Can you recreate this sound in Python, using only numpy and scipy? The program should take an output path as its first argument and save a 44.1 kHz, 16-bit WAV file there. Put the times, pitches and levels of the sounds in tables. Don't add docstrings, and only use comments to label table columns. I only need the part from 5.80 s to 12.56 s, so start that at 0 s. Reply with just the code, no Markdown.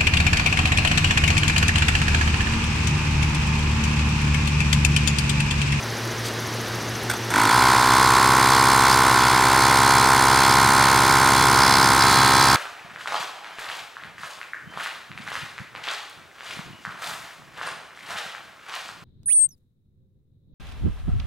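import sys
import numpy as np
from scipy import signal
from scipy.fft import rfft, irfft
from scipy.io import wavfile

SR = 44100
rng = np.random.default_rng(int(sys.argv[2]) if len(sys.argv) > 2 else 0)


def put_to_file(sound):
    columns = np.atleast_2d(sound).T
    safe = np.clip(columns, -1, 1)
    whole_steps = np.round(safe * 32767)
    wavfile.write(sys.argv[1], SR, whole_steps.astype(np.int16))


N = 298116

# f/Hz, width/Hz, level/dB
SHELL_MODES = [(900, 200, 3), (1530, 140, 8), (2270, 310, -1.5), (3460, 220, -0.5), (5000, 2500, -13),
               (8200, 250, -3.5), (9300, 900, -12), (13400, 400, -11)]
MOTOR_ON_S, FULL_TURNS_PER_S = 1.5, 66.6


def from_db(db):
    return 10 ** (np.asarray(db) / 20)


def rms_one(x):
    return x / np.sqrt(np.mean(x ** 2) + 1e-20)


def seconds():
    return np.arange(N) / SR


def in_time(points):
    return np.interp(seconds(), *np.transpose(points))


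def per_bin(points):
    hz, value = np.transpose(points)
    return np.interp(np.log(np.arange(N // 2 + 1) * SR / N + 1), np.log(hz), value)


def swell(at_s, half_length_s):
    return np.exp(-((seconds() - at_s) / half_length_s) ** 2)


def drift(rate_hz):
    r = np.exp(-2 * np.pi * rate_hz / SR)
    return rms_one(signal.lfilter([1], [1, -2 * r, r * r], rng.standard_normal(2 * N))[N:])


def stereo_noise(spectrum, side_db):
    mid, side = irfft(rfft(rng.standard_normal((2, N))) * from_db(per_bin(spectrum)), N)
    return rms_one(mid + from_db(side_db) * side * np.array([[1], [-1]]))


def resonate(x, modes):
    out = 0
    for k, (hz, width, db) in enumerate(modes):
        r = np.exp(-np.pi * width / SR)
        poles = [1, -2 * r * np.cos(2 * np.pi * hz / SR), r * r]
        ring = signal.lfilter([1, 0, -1], poles, x + 1e-18)
        out = out + (-1) ** k * from_db(db) * (1 - r * r) / 2 * ring
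    return out


def grind(clicks, decay_s, grit_db):
    r = np.exp(-1 / (decay_s * SR))
    envelope = signal.lfilter([np.sqrt(1 - r * r)], [1, -r], clicks + 1e-18)
    return clicks + from_db(grit_db) * envelope * rng.standard_normal(N)


def contacts(turns, table, uneven_db):
    clicks, whole = np.zeros(N), np.arange(np.floor(turns[0]), turns[-1])
    for place, db, scatter in table:
        timing, force = rng.standard_normal((2, len(whole)))
        at = np.searchsorted(turns, whole + place + scatter * timing)
        inside = (at > 0) & (at < N)
        clicks[at[inside]] += from_db(db + uneven_db * force[inside])
    return clicks


def ventilation():
    tone_hz = [114.15, 120, 228.4, 342.6, 366, 457]
    tone_db = [-35, -41, -42.5, -51, -45.5, -49.5]
    duct_colour = [(15, -58), (25, -49), (59, -15.5), (84, -16), (113, -10), (169, -12.5), (306, -11),
                   (360, -10), (633, -14.5), (1860, -15.5), (2570, -21), (5760, -22.5), (7340, -32.5),
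                   (10700, -34.5), (15600, -42)]
    rumble_colour = [(40, -35), (85, -3), (140, -1), (190, -1), (400, -18), (1500, -60)]
    rumble_rise = [(0, -69), (3.5, -53), (4.8, -36.5), (5.9, -34.5), (6.76, -35)]
    t, fan_turns_per_s = seconds(), 14.24
    hum = chirps = 0
    for k, (hz, db) in enumerate(zip(tone_hz, tone_db)):
        hum += (-1) ** k * np.sqrt(2) * from_db(db) * np.sin(2 * np.pi * hz * t)
    for place, hz, width, db in [(.46, 6100, 600, -38), (.61, 11200, 1300, -43)]:
        rub = np.exp(6 * (np.cos(2 * np.pi * (fan_turns_per_s * t - place)) - 1))
        squeak = resonate(resonate(rng.standard_normal(N), [(hz, width, 0)]), [(hz, 2 * width, 0)])
        chirps += from_db(db + 1.5 * drift(9.7)) * rub * rms_one(squeak)
    duct = from_db(-30) * stereo_noise(duct_colour, side_db=-20)
    rumble = from_db(in_time(rumble_rise)) * stereo_noise(rumble_colour, side_db=-30)
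    return duct + rumble + hum * from_db(.47 * drift(.62)) + chirps


def scuffs():
    spits = [(0.276, 0.001, -30), (0.466, 0.02, -31), (0.487, .004, -34), (3.12, 0.038, -26.5),
             (6.322, .025, -26)]
    level = sum(from_db(db) * swell(s, half_length) for s, half_length, db in spits)
    return level * stereo_noise([(500, -11), (4500, 3.5), (9000, -4.5), (15000, -14)], side_db=-25)


def switch():
    snaps = [(1.298, 3), (1.301, -9), (1.312, -.5), (1.336, -2.5), (1.504, 1)]
    clicks = np.zeros(N)
    for s, db in snaps:
        clicks[round(s * SR)] = from_db(db)
    shell = resonate(grind(clicks, decay_s=.0071, grit_db=10), SHELL_MODES)
    return in_garage(shell, wet_db=-15, t60_s=.85)


def in_garage(x, wet_db, t60_s):
    t = np.arange(SR) / SR
    tail = rng.standard_normal((2, SR)) * from_db(-60 * t / t60_s) * (t > .004)
    tail /= np.sqrt(np.sum(tail ** 2, axis=1, keepdims=True))
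    return x + from_db(wet_db) * signal.fftconvolve(x[None], tail, axes=1)[:, :N]


def spin_up(run_s):
    lag = .554 * np.exp(-run_s / .0636)
    sag = .178 * swell(at_s=1.6686, half_length_s=.051)
    return (1 - lag) * (1 - sag)


def growl(turns, spin):
    jolts = grind(contacts(turns, [(.6, 0, .0061)], uneven_db=4), decay_s=.001, grit_db=-14)
    shoves = grind(contacts(turns, [(.88, 0, .01)], uneven_db=4), decay_s=.003, grit_db=-11)
    shell = resonate(jolts, SHELL_MODES)
    casing = resonate(resonate(shoves, [(270, 120, 0)]), [(274, 300, 0)])
    return (1 - spin) * (from_db(-17) * rms_one(casing) + from_db(-15) * rms_one(shell))


def stroke(turns, pace, band, place, sweep, uneven_db, wobble):
    multiple, db = np.transpose(band)
    angle = turns - place + wobble * drift(27)
    middle = np.average(multiple, weights=from_db(2 * db))
    edges = np.r_[multiple[0] - 1, multiple, multiple[-1] + 1]
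    gains = np.r_[0, from_db(db), 0]
    wave = np.zeros(N)
    shift = rng.normal(0, .06, 200)
    for k in range(1, int(edges[-1] / pace.min()) + 1):
        on = np.flatnonzero((k * pace > edges[0]) & (k * pace < edges[-1]))
        at = k * pace[on]
        cycles = k * angle[on] + shift[k] + sweep * (at - middle) ** 2 / 2
        wave[on] += np.interp(at, edges, gains) * np.cos(2 * np.pi * cycles)
    return wave * np.sqrt(2 * pace / np.sum(gains ** 2)) * from_db(uneven_db * drift(15))


def air_pulses(turns, pace, spin, overspeed, run_s):
    buzz = [(1, -11), (2, -7), (3, -15), (4, -9), (5, -9), (6, -10), (7, -14), (8, -22), (9, -17),
            (10, -14), (11, -9), (12, -4), (13, -3), (14, -1), (15, 0), (16, 0), (17, -6), (18, -10),
            (19, -4), (20, -10), (21, -3), (22, -7), (23, -5), (24, -12), (25, -15), (26, -11), (27, -12),
            (28, -11), (29, -18), (30, -10), (31, -15), (32, -13), (33, -15), (34, -13), (35, -15),
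            (36, -20), (37, -24), (38, -22)]
    intake_hz = [(1.5, 963), (2.0, 994), (2.3, 1016), (3.1, 1008), (3.7, 974), (6.0, 986), (6.7, 982)]
    intake_pace = pace * 985 / in_time(intake_hz)
    thud = stroke(turns, pace, buzz[:8], place=.87, sweep=.019, uneven_db=.13, wobble=.0012)
    bark = stroke(turns, intake_pace, buzz[8:18], place=1.015, sweep=.008, uneven_db=.4, wobble=.0006)
    outlet = stroke(turns, pace, buzz[18:24], place=.61, sweep=.01, uneven_db=.7, wobble=.0007)
    cylinder = stroke(turns, pace, buzz[24:], place=.73, sweep=.039, uneven_db=.65, wobble=.00045)
    ring = stroke(turns, intake_pace, buzz[13:16], place=1.015, sweep=0, uneven_db=.4, wobble=.0006)
    drawing = bark + from_db(-6 - 4 * run_s) * ring + from_db(-8) * thud
    blowing = from_db(-2.5) * outlet + from_db(-7.5) * cylinder
    intake_db = -18.5 + .59 * overspeed - .22 * run_s - 24 * (1 - spin)
    outlet_db = -20.5 + .1 * overspeed + .15 * run_s
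    return from_db(intake_db) * drawing + from_db(outlet_db) * blowing


def clatter(turns, overspeed):
    # place/turns, level/dB, scatter/turns
    valve_contacts = [(0.565, -9, .001), (.668, 2, .0004), (.695, -5, .0008), (.755, -7.5, 0.005)]
    rod_contacts = [(0.329, -2.5, .008), (.675, 3.5, 0.00024), (.725, 2.5, 0.00046), (.76, -7, .006),
                    (.88, 1, 0.022)]
    housing_contacts = [(0.395, 10, .0008), (.42, -8, 0.00096)]
    # f/Hz, width/Hz, level/dB
    valve_modes = [(6420, 490, 4.5), (7540, 80, 2.5), (8150, 132, 9.5), (8500, 8400, -7), (9100, 35, 7.5),
                   (9650, 170, -2), (10020, 430, 4.5), (13900, 270, -4)]
    rod_modes = [(2160, 91, 3.5), (3416, 80, 5), (4084, 100, 3.5), (4460, 300, 2.5), (4950, 330, 0.5),
                 (6070, 480, -8)]
    housing_modes = [(1330, 160, 10), (1650, 68, 9.5), (1820, 72, 1.5), (3410, 110, 0), (4010, 100, 7),
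                     (4570, 250, 2), (4900, 1300, -11)]
    knock_from_s, knock_rise_s = 6.18, .03
    knocking = np.clip((seconds() - knock_from_s) / knock_rise_s, 0, 1)
    tick_db = -30 + 1.26 * overspeed
    rattle_db = -28.5 + 1.1 * overspeed + 1.5 * drift(5.7)
    ticks = grind(contacts(turns, valve_contacts, uneven_db=-.5), decay_s=.0031, grit_db=-13)
    rattles = grind(contacts(turns, rod_contacts, uneven_db=1.5), decay_s=.0034, grit_db=-9.5)
    knocks = grind(contacts(turns, housing_contacts, uneven_db=.5), decay_s=.00065, grit_db=-20)
    valve = from_db(tick_db) * rms_one(resonate(ticks, valve_modes))
    rod = from_db(rattle_db) * rms_one(resonate(rattles, rod_modes))
    housing = from_db(-24) * knocking * rms_one(resonate(knocks, housing_modes))
    metal = valve + rod + housing
    return metal + near_echoes(metal, side_db=-12.5, decay_s=.0014, above_hz=4900)


def near_echoes(x, side_db, decay_s, above_hz):
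    t = np.arange(SR // 100) / SR
    echoes = rng.standard_normal(len(t)) * np.exp(-t / decay_s)
    treble = signal.sosfilt(signal.butter(4, above_hz, "high", fs=SR, output="sos"), x)
    side = signal.fftconvolve(treble, echoes / np.linalg.norm(echoes))[:N]
    return from_db(side_db) * side * np.array([[1], [-1]])


def rush(turns):
    colour = [(150, -9), (300, -7.5), (600, -4.5), (1000, 2), (1450, 4.5), (1800, -1.5), (2900, -6),
              (4200, -2), (6500, -12.5), (8500, -10), (10300, -12.5), (12500, -22.5), (15500, -26)]
    surge_db = 1.44 * np.cos(2 * np.pi * (turns - .76))
    return from_db(-24 + surge_db) * stereo_noise(colour, side_db=-56)


def chatter(turns):
    fits = [(3.125, .03, -29), (4.72, .04, -30), (5.328, 0.032, -33), (5.798, 0.1, -29.5), (6.01, .12, -29),
            (6.22, 0.015, -25), (6.67, .1, -28.5)]
    level = from_db(-42.5) + sum(from_db(db) * swell(s, half_length) for s, half_length, db in fits)
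    taps = grind(contacts(turns, [(.71, 0, .001)], uneven_db=1.5), decay_s=.0045, grit_db=-5)
    ping = resonate(resonate(taps, [(4950, 450, 0)]), [(4650, 1500, 0)])
    return level * rms_one(ping)


def compressor():
    running_speed = [(1.85, 64.37), (2.01, 63.54), (2.15, 64.8), (2.6, 65.32), (2.8, 65.96), (3.05, 66.11),
                     (3.41, 64.19), (3.57, 64.16), (3.78, 66.18), (4.08, 66.7), (4.22, 66.23), (4.7, 66.58),
                     (5.6, 66.74), (6.76, 67.14)]
    crank_zero_s, build_up_s = 1.9062, .022
    run_s = np.maximum(seconds() - MOTOR_ON_S, 0)
    cruise, spin = in_time(running_speed), spin_up(run_s)
    speed, overspeed = cruise * spin, cruise - FULL_TURNS_PER_S
    turns = np.cumsum(speed) / SR
    turns -= np.interp(crank_zero_s, seconds(), turns)
    hiss = rush(turns)
    pulses = air_pulses(turns, speed / FULL_TURNS_PER_S, spin, overspeed, run_s)
    pump = pulses + spin * (clatter(turns, overspeed) + hiss) + chatter(turns) + growl(turns, spin)
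    return (1 - np.exp(-run_s / build_up_s)) ** 2 * pump


def placed(x, balance, lead=0):
    half = from_db(per_bin(balance) / 2) * np.exp(.5j * lead)
    return irfft(rfft(x) * np.array([half, 1 / half]), N)


def scene():
    # f/Hz, level/dB
    pump_balance = [(480, -.4), (700, -2), (1000, -1.6), (1400, -.3), (4600, -.3), (5600, -2.5),
                    (6700, -11), (7300, -4.5), (8300, -3), (9800, -.8), (15000, -1.2)]
    garage_balance = [(150, 0), (600, 2.4), (4500, -2), (9000, 5.5), (15000, -7)]
    pump_lead = [(4500, 0), (5600, .7), (6800, 0), (8000, -.75), (10000, -.1), (14000, -.3)]
    pump = placed(compressor() + switch(), pump_balance, per_bin(pump_lead))
    return pump + scuffs() + placed(ventilation(), garage_balance)


def record(dry):
    low_hz, high_hz = 47, 15800
    thinned = signal.sosfilt(signal.butter(4, low_hz, "high", fs=SR, output="sos"), dry)
    return signal.sosfilt(signal.ellip(12, .1, 80, high_hz, fs=SR, output="sos"), thinned)


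dry = scene()
out = record(dry)
put_to_file(out)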